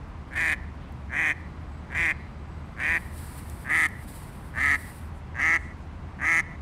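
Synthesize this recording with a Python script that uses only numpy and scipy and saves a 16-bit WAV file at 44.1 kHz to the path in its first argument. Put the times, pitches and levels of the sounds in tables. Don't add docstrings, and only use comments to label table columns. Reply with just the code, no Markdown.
import sys
import numpy as np
from scipy import signal
from scipy.fft import rfft, irfft, next_fast_len
from scipy.io import wavfile
from scipy.ndimage import uniform_filter1d, minimum_filter1d

SR = 44100
rng = np.random.default_rng(int(sys.argv[2]) if len(sys.argv) > 2 else 0)


def transcribe(signal):
    frames = np.atleast_2d(signal).T
    limited = np.clip(frames, -1, 1)
    pcm = np.round(limited * 32767).astype(np.int16)
    wavfile.write(sys.argv[1], SR, pcm)


N = 291501
TIME = np.arange(N) / SR


def undb(db):
    return 10 ** (np.asarray(db) / 20)


def unit(x):
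    return x / np.sqrt(np.mean(x ** 2) + 1e-20)


def shape(points, f):
    hz, db = np.transpose(points)
    octave, known = np.log2(np.maximum(f, 1)), np.log2(hz)
    return np.interp(octave, known, db) - 40 * abs(octave - np.clip(octave, known[0], known[-1]))


def bump(x, centre, width):
    return np.exp(-.5 * ((x - centre) / width) ** 2)


def colour(x, gain_db, causal=1):
    size = 2 * next_fast_len(len(x) // 2 + 2048)
    db = gain_db(np.arange(size // 2 + 1) * SR / size)
    cepstrum = irfft(np.log(undb(np.maximum(db, db.max() - 90))))
    cepstrum[1:size // 2] *= 1 + causal
    cepstrum[size // 2 + 1:] *= 1 - causal
    return irfft(rfft(x, size) * np.exp(rfft(cepstrum)))[:len(x)]


def band(x, lo_hz, hi_hz, order=2):
    sos = signal.butter(order, [lo_hz, min(hi_hz, .45 * SR)], "band", fs=SR, output="sos")
    return signal.sosfilt(sos, x)


def walk(rate_hz):
    step = int(SR / rate_hz)
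    held = np.repeat(rng.standard_normal(N // step + 1), step)
    return unit(uniform_filter1d(held, step)[:N])


def rumble(body_db=-42.88, swell_db=-0.3, dip_db=4):
    # (frequency [Hz], relative level [dB])
    spectrum = [(12, -48), (20, -19), (80, 1), (92, -4.5), (103, -11.5), (140, -10), (191, -13.5),
                (478, -28), (767, -26.5), (1010, -25.5), (1820, -34.5), (1980, -33.5), (3170, -44),
                (9390, -60.5), (15500, -106)]
    noise = colour(rng.standard_normal(N), lambda f: shape(spectrum, f) - dip_db * bump(f, 72.6, 16.0))
    body = np.std(band(noise, 100, 1500, order=4))
    return noise / body * undb(body_db + swell_db * walk(4.86))


def engine(start_hz=74.2, rise_hz_per_s=0.78, level_db=-44.5, waver_db=2.0, wander=0.0336):
    hz = (start_hz + rise_hz_per_s * TIME) * (1 + wander * walk(12))
    tone = unit(np.sin(2 * np.pi * np.cumsum(hz) / SR))
    return tone * undb(level_db + waver_db * walk(14))


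def whine(peak_s=2.3, half_length_s=.7, peak_db=-71, waver_db=4.0, half_width_hz=35):
    # (frequency [Hz], relative level [dB])
    tones = [(4050, -5), (4720, -7), (7900, -12)]
    ring = 0
    for hz, db in tones:
        gain = undb(db + waver_db * walk(7.7))
        ring += gain * unit(band(rng.standard_normal(N), hz - half_width_hz, hz + half_width_hz, order=1))
    return unit(ring) * undb(peak_db) / (1 + ((TIME - peak_s) / half_length_s) ** 2)


def swishes(edge_ratio=1.28):
    # (time [s], half length [s], centre [Hz], level [dB])
    rustles = [(0.846, 0.04, 2800, -62.5), (5.173, 0.023, 8750, -68), (5.62, 0.06, 7400, -65.5),
               (5.823, 0.016, 6000, -70), (6.059, .02, 5816, -82)]
    out = np.zeros(N)
    for at, half_length, hz, db in rustles:
        noise = unit(band(rng.standard_normal(N), hz / edge_ratio, hz * edge_ratio))
        out += undb(db) * bump(TIME, at, half_length) * noise
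    return out


def hiss(start_s=2.8, end_s=5.065, fade_s=0.032, rest_db=-79, raised_db=-66, flicker_db=2.1):
    # (frequency [Hz], relative level [dB])
    spectrum = [(1650, 8), (2800, -2.5), (3190, -3), (4630, 0), (6540, -8.5), (7820, 2.5), (9360, 6.5),
                (10600, 2), (12200, 0.5), (15600, -4.5)]
    # (time [s], half length [s], rise [dB])
    swells = [(2.943, 0.056, 12), (3.25, 0.13, 16), (3.532, 0.092, 9), (4.158, 0.14, 13), (4.867, .11, 15)]
    noise = unit(colour(rng.standard_normal(N), lambda f: shape(spectrum, f)))
    gate = (1 + np.tanh(np.minimum(TIME - start_s, end_s - TIME) / (2 * fade_s))) / 2
    swell_db = sum(db * bump(TIME, at, half_length) for at, half_length, db in swells)
    envelope = undb(rest_db) + gate * undb(raised_db + swell_db)
    return noise * envelope * undb(flicker_db * walk(40))


def ticks(decay_s=0.0025, trim_db=-4):
    # (time [s], level before trim and filter [dB])
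    clicks = [(0.9228, -48), (3.4977, -30.5), (3.8869, -38)]
    envelope = sum(undb(db + trim_db) * (TIME > at) * np.exp(-abs(TIME - at) / decay_s)
                   for at, db in clicks)
    return band(envelope * rng.standard_normal(N), 7620, 15000, order=1)


def banks(calls, cutoff_hz=4500):
    # (delay [s], decay time [s], level below the cutoff [dB])
    echoes = [(.003, 0.0098, -23), (0.057, 0.04, -29), (.10, .02, -30.5), (.152, .016, -30.5)]
    t = TIME[:SR // 2]
    response = 0
    for delay, decay, db in echoes:
        cluster = rng.standard_normal(len(t)) * (t > delay) * np.exp(-abs(t - delay) / decay)
        response += undb(db) * cluster / np.linalg.norm(cluster)
    dulled = colour(calls, lambda f: -10 * np.log10(1 + (f / cutoff_hz) ** 2))
    return signal.fftconvolve(dulled, response)[:N]


def syrinx(t, start, end, pitches, rebound, creak=.84, droop=0.91, jitter=.021, loose=0.42,
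           scatter_db=-0.3, puff_s=0.0011, puff_db=2, stop_s=0.015):
    snaps, puffs = np.zeros(len(t)), np.zeros(len(t))
    contour_hz = [creak * pitches[0], *pitches, droop * pitches[-1]]
    now = start
    for stretch, size, lag, bounce, gust in rng.standard_normal((64, 5)):
        if now > end:
            break
        progress = (now - start) / (end - start)
        period = 1 / np.interp(progress, [0, .15, .45, .9, 1], contour_hz)
        slack = np.interp(progress, [.06, .16, .42], [0, 1, 0])
        pressure = min(1, (end - now) / stop_s)
        rebound_at = now + period * (.44 + 0.057 * lag)
        rebound_gain = rebound * (1 + 0.4 * bounce) + loose * slack * abs(bounce)
        for at, gain in ((now, undb(scatter_db * size)), (rebound_at, rebound_gain)):
            age_samples = (t - at) * SR
            snaps += pressure * gain * np.sinc(age_samples) * (abs(age_samples) < 16)
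            puffs += pressure * gain * undb(puff_db * gust) * np.exp(-abs(t - at) / puff_s)
        now += period * (1 + jitter * (1 + 2 * slack) * stretch)
    return snaps, puffs


def vowel(source, opening, throat_db, lowering=0.11, blur=0.49, closed_db=-3, hum_db=4, stages=4):
    out = 0
    for shut in np.linspace(0, 1, stages):
        def stage_db(f):
            blurred = (1 - blur * shut) * throat_db(f * (1 + lowering * shut))
            return blurred + shut * hum_db * bump(f, 1660, 90)
        crossfade = np.maximum(0, 1 - abs(1 - opening - shut) * (stages - 1))
        out += crossfade * undb(closed_db * shut) * unit(colour(source, stage_db, causal=.7))
    return out


def bill(f, twang_hz, twang_db, bite_db, bright_db, ripple_db=2.0, ripple_hz=230):
    # (frequency [Hz], relative level [dB])
    rasp = [(1710, -13), (2900, 1), (3300, -3), (3800, -6.5), (4400, -10), (5100, -12), (6100, -9.5),
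            (7300, -9.5), (8000, -10), (9200, -10), (11000, -14.5), (13000, -20.5), (15600, -35)]
    # (frequency [Hz], width [Hz], gain [dB])
    nasal = [(3120, 140, 1.5), (4290, 110, -5), (4680, 160, 3), (5350, 270, -2.5), (5700, 290, -0.5),
             (7600, 87, -4), (8150, 86, -0.5), (8100, 140, 2.5), (9100, 220, 3.5)]
    twang = twang_db * bump(f, twang_hz, 380)
    bite = bite_db * bump(f, 6150, 620)
    brightness = bright_db * bump(f, 10300, 3000)
    narrow = sum(db * bump(f, hz, width) for hz, width, db in nasal)
    ripple = np.interp(f / ripple_hz, np.arange(128), rng.standard_normal(128))
    return shape(rasp, f) + twang + bite + brightness + narrow + ripple_db * ripple


def effort(age, held_db, catch_db, onset_db=20.5, attack_s=0.04, catch_s=0.038, catch_width_s=0.0044):
    climb = held_db - onset_db * np.exp(-np.maximum(age, 0) / attack_s)
    return climb - catch_db * bump(age, catch_s, catch_width_s)


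def quack(t, row, throat, breath_db=-15, chest_db=-21, peak_db=8.0, notch_db=-9, open_s=0.072,
          strain=0.52):
    start, end, held_db, catch_db, rebound = row[:5]
    pitches = row[5:8]
    main_hz, notch_hz, rasp_db, growth_db, *bill_shape = row[8:]
    snaps, puffs = syrinx(t, start, end, pitches, rebound)
    air = unit(puffs * rng.standard_normal(len(t)))
    source = unit(snaps) + undb(breath_db) * air
    opening = np.clip((t - start) / open_s, 0, 1) ** 2
    voice = vowel(source, opening, lambda f: shape(throat, f) + peak_db * bump(f, main_hz, 155))
    chest = unit(band(source, 229, 405))
    rasp = unit(colour(0.77 * unit(snaps) + air, lambda f: bill(f, *bill_shape)))
    level_db = effort(t - start, held_db, catch_db)
    strain_db = strain * (level_db - held_db) + growth_db * np.interp(t, [start, end], [-.7, .3])
    call = voice + undb(chest_db) * chest + undb(rasp_db + strain_db) * rasp
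    fill = np.sqrt((end - start) / (t[-1] - t[0]))
    return fill * undb(level_db) * colour(call, lambda f: notch_db * bump(f, notch_hz, 63))


def duck():
    # (start [s], end [s], held level [dB], catch depth [dB], rebound [0-1],
    # opening pitch [Hz], middle pitch [Hz], closing pitch [Hz], main resonance [Hz], notch [Hz],
    # rasp [dB], rasp growth [dB], twang [Hz], twang [dB], bite [dB], brightness [dB])
    calls = [ (.311, .548, -24, 8, 0.46, 149.8, 165.2, 150.3, 1850, 2700, -17, -1.5, 3770, 5, -2, 0.5),
             (1.097, 1.329, -23.5, -2, 0.36, 136.6, 161, 148.2, 1914, 2860, -19, 3, 4650, -11, 4.5, -4),
             (1.903, 2.128, -23.5, 8, 0.35, 142.6, 169.3, 153.1, 1970, 2940, -17.5, -6, 4370, -7.5, -1, -8),
             (2.766, 2.985, -24, -3.5, 0.36, 123.8, 158.8, 168.2, 1870, 2950, -18.5, -6, 4200, -6, -2.5, -8.5),
             (3.648, 3.872, -20.5, 6, 0.37, 140.3, 164.2, 155.4, 2000, 2840, -17.5, 7, 3300, 4, 0, 9),
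             (4.540, 4.765, -21, -1, 0.48, 123.5, 143.6, 144.2, 1974, 2510, -21, -2, 4180, 8.5, 2.5, 3),
             (5.346, 5.578, -20.5, 5, 0.26, 132.2, 162, 166.1, 2060, 2395, -22, -0.5, 4400, 4, 9, -1.5),
             (6.19, 6.412, -20, 1.5, 0.25, 140.2, 164.5, 166, 2086, 2820, -19.5, 7.5, 4480, 1.5, 10.5, 4.5)]
    # (frequency [Hz], relative level [dB])
    throat_before = [(260, -29), (450, -28), (494, -20), (560, -10), (654, -14.5), (713, -10), (814, -10.5),
                     (901, -20), (989, -8), (1370, -13.5), (1710, 0.5), (1960, -0.5), (2480, 2),
                     (2900, -36), (3770, -71), (6380, -120)]
    throat_after = [(260, -35), (450, -18), (610, -21.5), (807, -13), (887, -20.5), (989, -14.5),
                    (1090, -19), (1290, -3), (1520, -22.5), (1690, 0.5), (1980, -2), (2170, -4),
                    (2390, -10), (2900, -26), (3770, -87), (6380, -120)]
    out = np.zeros(N)
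    for k, row in enumerate(calls):
        start, end = row[:2]
        inside = (TIME > start - .01) & (TIME < end + .03)
        throat = throat_before if k < len(calls) // 2 else throat_after
        out[inside] += quack(TIME[inside], row, throat)
    return out


def scene():
    calls = duck()
    return (calls + banks(calls) + engine() + rumble() + hiss() + ticks() + swishes() + whine())[None]


def record(dry, ceiling_db=-12.0, top_hz=15550):
    window = SR // 250
    allowed = np.minimum(1, undb(ceiling_db) / (abs(dry) + 1e-9))
    gain = uniform_filter1d(minimum_filter1d(allowed, window), window)
    return signal.sosfilt(signal.ellip(10, .2, 80, top_hz, fs=SR, output="sos"), dry * gain)


dry = scene()
out = record(dry)
transcribe(out)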